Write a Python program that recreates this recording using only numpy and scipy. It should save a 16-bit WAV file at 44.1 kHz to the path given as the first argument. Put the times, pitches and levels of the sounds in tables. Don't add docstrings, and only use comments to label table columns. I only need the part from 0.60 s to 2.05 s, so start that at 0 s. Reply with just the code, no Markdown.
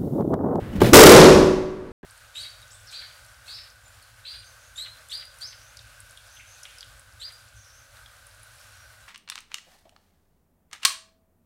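import sys
import numpy as np
from scipy import signal
from scipy.fft import rfft, irfft
from scipy.io import wavfile

SR = 44100
rng = np.random.default_rng(int(sys.argv[2]) if len(sys.argv) > 2 else 0)


def bounce(signal):
    frames = np.transpose(np.atleast_2d(signal))
    limited = np.clip(frames, -1, 1)
    pcm = np.round(limited * 32767).astype(np.int16)
    wavfile.write(sys.argv[1], SR, pcm)


N = 63945
BURST_S = 0.333
SILENCE_START_S, SILENCE_END_S = 1.3195, 1.4305

# frequency in Hz, relative level in dB per octave.
CRACK_SPECTRUM = [(200, -9), (1000, 4.5), (6000, -11), (16000, -8)]


def undb(db):
    return 10 ** (np.asarray(db) / 20)


def since(start):
    return np.maximum(np.arange(N) / SR - start, 0)


def envelope(start, rise, t60):
    t = since(start)
    return (1 - np.exp(-t / max(rise, 1e-5))) * np.exp(-np.log(1000) * t / t60)


def ring(start, hz, db, t60, rise=0.001, phase_turns=0):
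    return undb(db) * envelope(start, rise, t60) * np.sin(2 * np.pi * (hz * since(start) + phase_turns))


def lookup(table, hz, column=1):
    rows = np.array(table, float)
    return np.interp(np.log(hz), np.log(rows[:, 0]), rows[:, column])


def noise(spectrum):
    hz = np.maximum(np.arange(N // 2 + 1) * SR / N, 1)
    pink = np.sqrt(SR / 2 / hz / np.log(2))
    gain = undb(lookup(spectrum, hz)) * pink / np.sqrt(1 + (20 / hz) ** 8)
    return irfft(rfft(rng.standard_normal(N)) * gain, N)


def flicker(rate_hz, depth_db):
    wander = np.interp(since(0) * rate_hz, np.arange(N), rng.standard_normal(N))
    spread = np.log(undb(depth_db))
    return np.exp(spread * wander * np.sqrt(3 / 2) - spread ** 2)


def background():
    # frequency in Hz, level in dB per octave.
    room_tone = [(25, -56.5), (50, -53.5), (110, -49), (200, -48.5), (400, -42), (750, -54.5), (1500, -54),
                 (3000, -63.5), (6000, -69.5), (10000, -70), (15000, -78.5)]
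    next_scene_ambience = [(30, -65), (80, -47), (220, -43), (500, -47.5), (950, -50.5), (1400, -56.5),
                           (1750, -49), (2200, -61), (6000, -74), (15000, -81)]
    shuffle = [(30, -50.5), (100, -36), (400, -47), (800, -54), (1500, -51), (3000, -56), (6000, -65),
               (15000, -62.5)]
    fade_s = 0.2
    room = noise(room_tone) + noise(shuffle) * np.exp(-since(BURST_S) / fade_s)
    return np.where(since(SILENCE_END_S) > 0, noise(next_scene_ambience), room)


def rubbing():
    # start in seconds, gain in dB, rise and t60 in seconds, treble tilt in dB per octave.
    slips = [(.13, -56, 0.0034, 0.1, 0), (.153, -44, 0.009, .1, 0), (.203, -32.5, 0.0016, .06, -2),
             (.214, -29, 0.0012, 0.076, 0.5), (.231, -33.5, .002, 0.049, 2.5), (0.241, -30, .002, .16, -2),
             (0.257, -36.5, 0.0011, 0.44, 1)]
    # frequency in Hz, relative level in dB per octave.
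    friction_spectrum = [(300, -2.5), (900, 0.5), (1800, 3), (3500, 3), (7000, -2.5), (15000, -1)]
    pivot_hz = 3000
    out = ring(start=0.128, hz=2950, db=-41, t60=0.04)
    for start, db, rise, t60, tilt in slips:
        colour = [(hz, level + tilt * np.log2(hz / pivot_hz)) for hz, level in friction_spectrum]
        friction = noise(colour) * flicker(rate_hz=693, depth_db=1.5)
        out += undb(db) * envelope(start, rise, t60) * friction
    return out


def squash():
    # start in seconds, pitch in Hz, level in dB, t60 in seconds.
    thumps = [(0.131, 208, -25.5, .08), (0.153, 193, -16.5, .13), (.182, 74.2, -18, 0.16),
              (0.206, 182.4, -14.5, .07), (0.2172, 375, 3.5, 0.03), (0.223, 199.4, -12, 0.15),
              (0.287, 207.3, -11, 0.065), (0.3236, 281.4, -5, 0.048), (0.3307, 344, 3.5, 0.034)]
    # frequency in Hz, relative level in dB, t60 in seconds.
    stool_modes = [(475, -12, .06), (576, -13.5, .06), (865, -13, .04), (1020, -18, .04),
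                   (1179, -14, 0.025), (1603, -20.5, .05)]
    # frequency in Hz, relative level in dB per octave.
    reverb_spectrum = [(40, -22), (120, -0.5), (400, -1), (700, -7.5), (1500, -20.5), (3000, -21.5),
                       (16000, -40.5)]
    knock_s, knock_db, reverb_db = 0.2172, 1.5, -20.5
    direct = sum(ring(start, hz, db, t60) for start, hz, db, t60 in thumps)
    knock = sum(ring(knock_s, hz, db + knock_db, t60, phase_turns=rng.random())
                for hz, db, t60 in stool_modes)
    reverb_power = sum((undb(db) * envelope(start, rise=0.001, t60=0.56)) ** 2
                       for start, _, db, _ in thumps)
    return direct + knock + undb(reverb_db) * np.sqrt(reverb_power) * noise(reverb_spectrum)


def burst():
    # frequency in Hz, starting level in dB per octave, t60 in seconds.
    echo_bands = [(35, -15, 1.4), (83, 1.5, 0.81), (180, 10, 0.81), (303, 13.5, 0.86), (443, 23, 0.71),
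                  (582, 18.5, .8), (700, 10, 0.79), (1000, 12, 0.79), (1580, 6, 0.81), (2920, 6, 0.74),
                  (5700, 11.5, 0.67), (9900, 6.5, 0.56), (12500, 3.5, 0.58), (15500, 2, .36)]
    # frequency in Hz, level in dB, t60 in seconds.
    room_modes = [(157, 3.5, 0.98), (206.84, 3.5, 1.04), (272.1, 9, 0.91), (314.4, 9, 0.96),
                  (372.5, 13.5, 1.063), (411.7, 9, .88), (467, 13, 0.67), (495.9, 11.5, .8),
                  (579.6, 6, 0.66), (591.2, 1, 1.065), (674.8, 6, 0.66), (817, 4, 0.7), (980.6, -1.5, 0.94),
                  (1139, -7.5, 1.1)]
    bunch_above_hz, bunch_fade_s = 1500, 0.12
    echo_spectrum = rfft(noise(echo_bands))
    octave = np.log2(np.maximum(np.arange(N // 2 + 1) * SR / N, 20))
    bunches = flicker(rate_hz=259.9, depth_db=6.5 * np.exp(-since(BURST_S) / bunch_fade_s))
    out = undb(18.5) * noise(CRACK_SPECTRUM) * envelope(BURST_S + 0.0022, rise=0, t60=0.019)
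    for centre in np.arange(4, 15, 0.5):
        band = irfft(echo_spectrum * np.maximum(1 - 2 * abs(octave - centre), 0), N)
        band *= envelope(BURST_S, rise=0.0013, t60=lookup(echo_bands, 2 ** centre, column=2))
        out += band * (bunches if 2 ** centre > bunch_above_hz else 1)
    for hz, db, t60 in room_modes:
        out += ring(BURST_S, hz, db, t60, rise=0.041, phase_turns=rng.random())
    return out


def snaps():
    # start in seconds, gain in dB.
    snap_events = [(0.35, 16), (.364, 11.5), (0.378, 13), (.394, 16), (.433, 12), (0.448, 9.5),
                   (0.468, 9.5), (0.501, 6.5), (.517, 13)]
    pulses = sum(undb(db) * envelope(start, rise=0.0019, t60=0.028) for start, db in snap_events)
    return noise(CRACK_SPECTRUM) * pulses


def scene():
    return (burst() + squash() + background() + rubbing() + snaps())[None]


def record(dry):
    ceiling, knee_sharpness, top_hz = 0.7, 21, 15820
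    drive = np.abs(dry) / ceiling
    clipped = dry / (1 + drive ** knee_sharpness) ** (1 / knee_sharpness)
    live = (since(SILENCE_START_S) == 0) | (since(SILENCE_END_S) > 0)
    low_pass = signal.firwin(255, top_hz, fs=SR, window=("kaiser", 7))
    return signal.fftconvolve(clipped * live, low_pass[None], mode="same")


dry = scene()
out = record(dry)
bounce(out)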